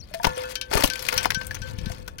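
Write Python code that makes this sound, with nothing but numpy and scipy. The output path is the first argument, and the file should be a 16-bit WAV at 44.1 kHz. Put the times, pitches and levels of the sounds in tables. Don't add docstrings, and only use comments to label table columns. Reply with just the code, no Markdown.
import sys
import numpy as np
from scipy import signal
from scipy.fft import rfft, irfft, next_fast_len
from scipy.io import wavfile
from scipy.ndimage import uniform_filter1d

SR = 44100
rng = np.random.default_rng(int(sys.argv[2]) if len(sys.argv) > 2 else 0)


def wav_record(signal):
    frames = np.transpose(np.atleast_2d(signal))
    bounded = np.clip(frames, -1, 1)
    quanta = np.round(bounded * 32767).astype(np.int16)
    wavfile.write(sys.argv[1], SR, quanta)


N = 97020
T = np.arange(SR * 3 // 4) / SR
SHELL_RIGHT_DB = -4

# (time [s], level [dB])
TREAD_LOAD = [(0, -54.5), (.12, -48), (.22, -48), (.28, -31), (.35, -41.5), (.39, -31), (.47, -42),
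              (.53, -38.5), (.56, -47.5), (.69, -51), (.73, -22.5), (.87, -29.5), (.92, -39.5),
              (1.05, -33.5), (1.15, -28), (1.24, -30), (1.29, -43), (1.45, -42), (1.6, -47.5), (1.68, -38),
              (1.76, -47.5), (1.91, -38.5), (2.04, -51.5), (2.2, -62.5)]
# (frequency [Hz], level [dB])
GRIT_SPECTRUM = [(300, -36.5), (1500, 4.5), (4500, 5), (8000, -0.5), (13000, -2.5), (16000, -11)]
# (time [s], level [dB], overtone gain [dB])
SHELL_KNOCKS = [(.272, -25.5, -1), (.373, -23.5, -9.5), (.438, -41, 10.5), (.76, -32, 4), (.842, -40.5, 5),
                (1.125, -28, 1)]
# (frequency [Hz], level [dB], t60 [s])
SHELL_MODES = [(510, 0, 0.5), (668, -17, .3), (856, -14, 0.25), (892, -9, 0.5), (1070, -13, .25),
               (1109, -7, 0.5), (1238, -9, 0.3), (1427, -7, 0.21), (1739, -10, 0.33), (2600, -11, 0.2),
               (3311, -10, 0.24)]


def amp(db):
    return 10 ** (np.asarray(db) / 20)


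def unit(x):
    return x / np.sqrt(np.mean(x ** 2) + 1e-20)


def along(points, hz):
    f, v = np.transpose(points)
    return np.interp(np.log(hz + 1), np.log(f + 1), v)


def curve(rows):
    return np.interp(np.arange(N) / SR, *np.transpose(rows))


def fade(t60, t=T):
    return np.exp(-np.log(1000) * np.maximum(t, 0) / t60)


def coloured(x, gain, size=4096):
    cepstrum = irfft(np.log(np.maximum(gain(np.fft.rfftfreq(size, 1 / SR)), 1e-6)))
    cepstrum[1:size // 2] *= 2
    cepstrum[size // 2 + 1:] = 0
    return signal.fftconvolve(x, irfft(np.exp(rfft(cepstrum))))[:len(x)]


def shaped(x, points):
    return coloured(x, lambda hz: unit(amp(along(points, hz))))


def add(out, s, x):
    i = max(round(s * SR), 0)
    n = min(x.shape[-1], N - i)
    out[..., i:i + n] += x[..., :n]


def noises(n, correlation=0.869):
    a, b = rng.standard_normal((2, n))
    return np.array([a, correlation * a + np.sqrt(1 - correlation ** 2) * b])


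def shadowed(pair):
    # (frequency [Hz], gain [dB])
    shadow = [(60, 8.5), (400, -3.5), (700, -9.5), (1400, -17.5), (2500, -16.5), (4500, -30), (8000, -31),
              (15000, -13.5)]
    return np.array([pair[0], coloured(pair[1], lambda hz: amp(along(shadow, hz)))])


def engine(level_db=-47.5):
    # (frequency [Hz], level [dB])
    spectrum = [(15, -2.5), (48, 11), (100, 5), (200, -3), (500, -12.5), (1500, -36), (5000, -65)]
    return amp(level_db) * np.array([unit(shaped(x, spectrum)) for x in noises(N)])


def rumble():
    # (time [s], level [dB])
    swells = [(0, -42.5), (.2, -56), (.31, -34.5), (.45, -83), (.68, -62.5), (.78, -29), (.92, -55.5),
              (1.2, -37), (1.55, -38.5), (1.88, -29.5), (1.97, -38), (2.2, -46)]
    # (frequency [Hz], level [dB])
    spectrum = [(15, -33.5), (40, 2), (90, 2), (150, -4), (260, -12), (450, -28), (1200, -78.5)]
    return amp(curve(swells)) * np.array([unit(shaped(x, spectrum)) for x in rng.standard_normal((2, N))])


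def chips(per_s=600, centre_hz=3749, t60=0.0214, spread_db=5):
    out, t = np.zeros(N), T[T < t60]
    for _ in range(int(per_s * N / SR)):
        when, size, pitch = rng.random(), rng.exponential(), rng.standard_normal()
        hz = centre_hz * np.exp(pitch / 2)
        click = np.sin(2 * np.pi * hz * t) * fade(t60 * np.sqrt(centre_hz / hz), t)
        add(out, when * N / SR, amp(spread_db * min(size, 1)) * click)
    return unit(out)


def tread(rub_db=-6, grit_db=-8, chip_db=-5.5, grains_per_s=260, spread_db=5):
    # (frequency [Hz], level [dB])
    rub_spectrum = [(150, -11), (450, 7), (1000, 5.5), (2500, 0), (5000, -10), (7500, -18.5), (13000, -19),
                    (16000, -17)]
    rub = np.array([shaped(x, rub_spectrum) for x in noises(N)])
    sizes = amp(spread_db * np.minimum(rng.exponential(size=N), 3))
    onsets = rng.random(N) < grains_per_s / SR
    grains = unit(signal.fftconvolve(sizes * onsets, fade(0.0099))[:N])
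    load = amp(curve(TREAD_LOAD))
    snaps = amp(grit_db) * load * grains
    grit = np.array([shaped(x * snaps, GRIT_SPECTRUM) for x in noises(N)])
    return shadowed(load * (amp(rub_db) * rub + amp(chip_db) * chips()) + grit)


def bird():
    # (time [s], length [s], start pitch [Hz], end pitch [Hz], level [dB])
    notes = [(0, 0.018, 6230, 5140, -36.5), (0.014, 0.0383, 3950, 5150, -41.5),
             (0.343, 0.022, 6300, 5500, -39.5)]
    out = np.zeros((2, N))
    for s, length, from_hz, to_hz, db in notes:
        u = T[T < length] / length
        phase = 2 * np.pi * np.cumsum(from_hz + (to_hz - from_hz) * u) / SR
        add(out, s, np.sin(phase) * np.sin(np.pi * u) * amp(db))
    return shadowed(out)


def pops(right_db=-7.5):
    # (time [s], level [dB], pitch [Hz], t60 [s])
    tones = [(.112, -36, 606.4, 0.111), (.143, -22, 659.5, 0.159), (.1985, -25.5, 705.4, 0.122),
             (.1985, -24, 923, 0.07), (.1985, -25.5, 1642, 0.0192), (.735, -18.5, 406.1, 0.175),
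             (.7725, -12, 455.4, 0.0398), (.7935, -6, 480, 0.0125), (1.255, -10.5, 743.5, .03),
             (1.303, -9.5, 1601, 0.0286), (1.51, -15.5, 1688, 0.0266), (1.9, -23.5, 685.6, 0.0286)]
    out = np.zeros((2, N))
    for s, db, hz, t60 in tones:
        tone = np.sin(2 * np.pi * hz * T) * fade(t60) * (1 - fade(0.0048))
        add(out, s, tone * amp([[db], [db + right_db]]))
    return out


def crack_colour(ring_hz, body_db, treble_db, ring_db=9.5, ring_q=9.5, bass_cut_hz=301.6):
    bands = [(618, body_db), (2330, 0), (5500, 0.181 * treble_db),
             (7500, treble_db), (11560, treble_db), (16000, treble_db - 1)]

    def gain(hz):
        bass_cut = hz ** 2 / (hz ** 2 + bass_cut_hz ** 2)
        detuning = hz / ring_hz - ring_hz / (hz + 1)
        resonance = abs(1 + (amp(ring_db) - 1) / (1 + 1j * ring_q * detuning))
        return unit(amp(along(bands, hz)) * bass_cut * resonance)
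    return gain


def splinter_ring(t, count=18, low_hz=994.1, high_hz=7512):
    hz = low_hz * (high_hz / low_hz) ** rng.random((count, 1))
    strengths = np.sqrt(hz) * rng.standard_normal((count, 1))
    return unit(np.sum(strengths * np.sin(2 * np.pi * hz * t), axis=0))


def cracks(size=8192, tear_samples=18, tear_spread_db=7.5, tail_db=-11.5, tail_hz=8060, splinter_db=-15):
    # (time [s], length [s], resonance [Hz], level [dB], body [dB], treble [dB])
    fractures = [(0.138, 0.01365, 1800, -30, -0.5, -8), (0.2308, 0.0129, 1380, -27.5, 1.5, -4),
                 (0.2442, 0.0082, 3127, -11.5, 13.5, -18.5), (0.2678, 0.00348, 940, -13, 22, -5),
                 (0.713, 0.0074, 1195, -23, 18, -16), (0.7328, 0.0018, 742, -17, 9.5, -22.5),
                 (0.736, 0.0045, 2656, -17, 8.5, -5.5), (0.753, 0.001225, 479, -13.5, 27.5, 7.5),
                 (0.771, 0.0022, 1673, -16.5, 4, -17.5), (0.775, 0.00463, 1213, -16, 10.5, -4),
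                 (0.802, 0.00945, 5490, -21, 16.5, -5), (0.823, 0.003, 1868, -17, 0.5, -13.5),
                 (0.8364, 0.00618, 2865, -8.5, 17.5, -3), (0.847, 0.0135, 5450, -23.5, 5.5, 5.5),
                 (0.875, 0.0057, 4080, -22.5, -2, 0.5), (1.086, 0.00435, 2513, -14, -7, -7),
                 (1.0876, 0.002, 2148, -17, -5, -20), (1.124, 0.00434, 1880, -21, 6.5, -8.5),
                 (1.177, 0.00435, 5570, -15, -13, -11.5), (1.239, 0.0109, 2110, -24, -1.5, -18.5),
                 (1.255, 0.00141, 1038, -11, 5, -15.5), (1.3045, 0.00311, 2080, -15.5, -2.5, -9.5),
                 (1.319, 0.00218, 1845, -21.5, 0.5, -38.5), (1.412, 0.0057, 1657, -27.5, 8, -17.5),
                 (1.467, 0.0048, 8430, -28.5, -46, 9.5), (1.509, 0.00757, 1695, -30.5, 3.5, -13.5),
                 (1.544, 0.0084, 6160, -28.5, 1, -5), (1.555, 0.01705, 1610, -37, 0, -62.5),
                 (2.078, 0.00266, 1524, -28, 5, -8)]
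    out, t = np.zeros((2, N)), T[:size]
    for s, length, ring_hz, db, body_db, treble_db in fractures:
        rise, since_break = t / length, t - length
        tears = amp(tear_spread_db * np.repeat(rng.standard_normal(size), tear_samples)[:size])
        tearing = np.minimum(2 * rise + 0.68, 1) * fade(0.01207, since_break) * tears
        splinters = amp(splinter_db) * splinter_ring(t) * np.minimum(rise, 1) * fade(0.0965, since_break)
        noise = noises(size)
        dull = np.array([coloured(x, lambda hz: 1 / (1 + (hz / tail_hz) ** 2 / 2)) for x in noise])
        tail = amp(tail_db) * fade(0.078, since_break) * dull
        colour = crack_colour(ring_hz, body_db, treble_db)
        pair = shadowed([coloured(x, colour) for x in noise * tearing + tail + splinters])
        onset_rms = np.sqrt(np.mean(pair[0, t < length + .001] ** 2))
        add(out, s, amp(db) * pair / onset_rms)
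    return out


def bursts(push_s=0.00317, right_db=-20):
    # (time [s], puff level [dB], crack level on the right [dB])
    puffs = [(.269, -7, -21), (0.7537, -4.5, -34), (.841, -4, -17.5)]
    out = np.zeros((2, N))
    u = np.array([T, 3 * T]) / push_s
    push = (1 - u) * np.exp(-u / 1.38) * (1 - np.exp(-8 * u))
    for s, db, crack_db in puffs:
        add(out[1], s, amp(crack_db) * fade(0.03) * shaped(rng.standard_normal(len(T)), GRIT_SPECTRUM))
        add(out, s, push * amp([[db], [db + right_db]]))
    return out


def shell_ring(upper_db, scatter_db):
    (hz, db, t60), *upper = SHELL_MODES
    ring = amp(db) * fade(t60) * np.sin(2 * np.pi * hz * T)
    for hz, db, t60 in upper:
        gain = amp(db + upper_db + scatter_db * rng.standard_normal())
        ring += gain * fade(t60) * np.sin(2 * np.pi * (hz * T + rng.random()))
    return ring


def shell_hums():
    out = np.zeros((2, N))
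    for s, db, upper_db in SHELL_KNOCKS:
        hum = shell_ring(upper_db, scatter_db=3.5) * (1 - fade(0.0016))
        add(out, s, hum * amp([[db], [db + SHELL_RIGHT_DB]]))
    return out


def shell_singing(level_db=-42.5, load_exponent=0.462):
    hum = signal.fftconvolve(rng.standard_normal(N), shell_ring(upper_db=-9, scatter_db=1))[:N]
    hum /= np.sqrt(abs(uniform_filter1d(hum ** 2, SR // 10)) + 1e-12)
    struck = np.arange(N) / SR > SHELL_KNOCKS[0][0]
    drive = amp(load_exponent * curve(TREAD_LOAD)) * struck
    return hum * unit(drive) * amp([[level_db], [level_db + SHELL_RIGHT_DB]])


def splinter_ticks(mode_count=4, ring_db=-4, ring_t60=0.0568, click_t60=0.0195):
    # (time [s], level [dB], pitch [Hz])
    snaps = [(.378, -28, 9025), (0.935, -22, 4360), (0.957, -22, 2537), (.993, -24, 5230),
             (1.0245, -24, 12400), (1.052, -24, 2527), (1.066, -23, 4222), (1.141, -21, 12670),
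             (1.231, -22, 7685), (1.919, -29.5, 6190)]
    out = np.zeros((2, N))
    for s, db, hz in snaps:
        modes_hz = hz * np.exp(rng.standard_normal((mode_count, 1)) / 10)
        ring = np.sin(2 * np.pi * modes_hz * T).sum(axis=0) / np.sqrt(mode_count) * fade(ring_t60)
        click = np.array([shaped(x * fade(click_t60), GRIT_SPECTRUM) for x in noises(len(T))])
        add(out, s, amp(db) * (click + amp(ring_db) * ring))
    return shadowed(out)


def disc_clacks(swell_s=0.00483, focus_db=7, rattle_db=-1, click_db=5, right_db=-24.5):
    # (time [s], level [dB], lowest mode gain [dB], best excited frequency [Hz])
    knocks = [(.435, -41, 11, 1750), (0.555, -24, -6, 3120), (.613, -24, -3.5, 3550), (.9, -24, 6, 4660),
              (1.179, -19, -2, 5700), (1.346, -23.5, 9.5, 5750), (1.618, -35.5, 11, 5780),
              (1.786, -35, -26, 2370), (1.8588, -35, 3.5, 4370), (2.184, -33.5, 6, 2890)]
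    # (frequency [Hz], level [dB], t60 [s])
    modes = [(1545, -3, .29), (1735, -12, .11), (2310, -9, .1), (2560, -10, .1), (2880, -13, .07),
             (3100, -9, .12), (3770, -7, .1), (4150, -13, .07), (4690, -9, .09), (5250, -13, .07),
             (5700, -6, .07), (6035, -11, .06), (10400, -17, .05)]
    # (frequency [Hz], level [dB])
    rattle_spectrum = [(300, -14.5), (1500, -20.5), (3000, 10), (6000, 6), (9000, -34)]
    (low_hz, low_db, low_t60), *upper = modes
    lowest = np.sin(2 * np.pi * low_hz * T) * fade(low_t60) * (1 - np.exp(-T / swell_s))
    out = np.zeros((2, N))
    for s, db, low_gain_db, focus_hz in knocks:
        ring = amp(low_db + low_gain_db) * lowest
        for hz, mode_db, t60 in upper:
            favour = np.exp(-(10 * np.log(hz / focus_hz)) ** 2)
            gain = amp(mode_db + focus_db * favour + 2 * rng.standard_normal())
            ring += gain * fade(t60) * np.sin(2 * np.pi * (hz * T + rng.random()))
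        rattle = amp(rattle_db) * fade(0.0792) * shaped(rng.standard_normal(len(T)), rattle_spectrum)
        click = amp(click_db) * fade(0.01694) * shaped(rng.standard_normal(len(T)), GRIT_SPECTRUM)
        add(out, s, (ring + rattle + click) * amp([[db], [db + right_db]]))
    return out


def scrape(start_s=.47, length_s=0.0635, level_db=-35):
    out, u = np.zeros((2, N)), T[T < length_s] / length_s
    friction = np.array([shaped(x, GRIT_SPECTRUM) for x in noises(len(u))])
    add(out, start_s, amp(level_db) * np.sin(np.pi * u ** 2) * friction)
    return shadowed(out)


def thuds(typical_width_s=0.002008):
    # (time [s], peak level [dB])
    pulses = [(1.168, -26), (1.374, -21.5), (1.482, -29.5), (1.618, -22.5), (1.748, -27.5), (1.788, -21.5),
              (1.84, -21.5), (1.87, -17.5), (1.907, -19.5), (2.135, -32)]
    out = np.zeros(N)
    for s, db in pulses:
        width_s = typical_width_s * amp(2 * rng.standard_normal())
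        u = (np.arange(N) / SR - s) / width_s
        out -= amp(db) * np.sqrt(np.e) * u * np.exp(-u * u / 2)
    return out


def scene(echo_db=-8.5, echo_t60=0.0596, right_lag_s=.00046, rumble_right_db=-15):
    direct = (cracks() + splinter_ticks() + disc_clacks() + shell_hums() + pops()
              + shell_singing() + tread() + scrape() + bird())
    underside = rng.standard_normal((2, len(T))) * fade(echo_t60)
    echo = signal.fftconvolve(direct, underside / np.linalg.norm(underside[0]), axes=1)[:, :N]
    left, right = direct + amp(echo_db) * echo + bursts()
    late_right = np.pad(right, (round(right_lag_s * SR), 0))[:N]
    car = engine() + (rumble() + thuds()) * amp([[0], [rumble_right_db]])
    return np.array([left, late_right]) + car


def record(dry, ceiling=.8, top_hz=16000):
    rounded = dry / (1 + (dry / ceiling) ** 6) ** (1 / 6)
    size = next_fast_len(N + SR // 2)
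    in_band = np.fft.rfftfreq(size, 1 / SR) < top_hz
    return irfft(rfft(rounded, size) * in_band, size)[:, :N]


dry = scene()
out = record(dry)
wav_record(out)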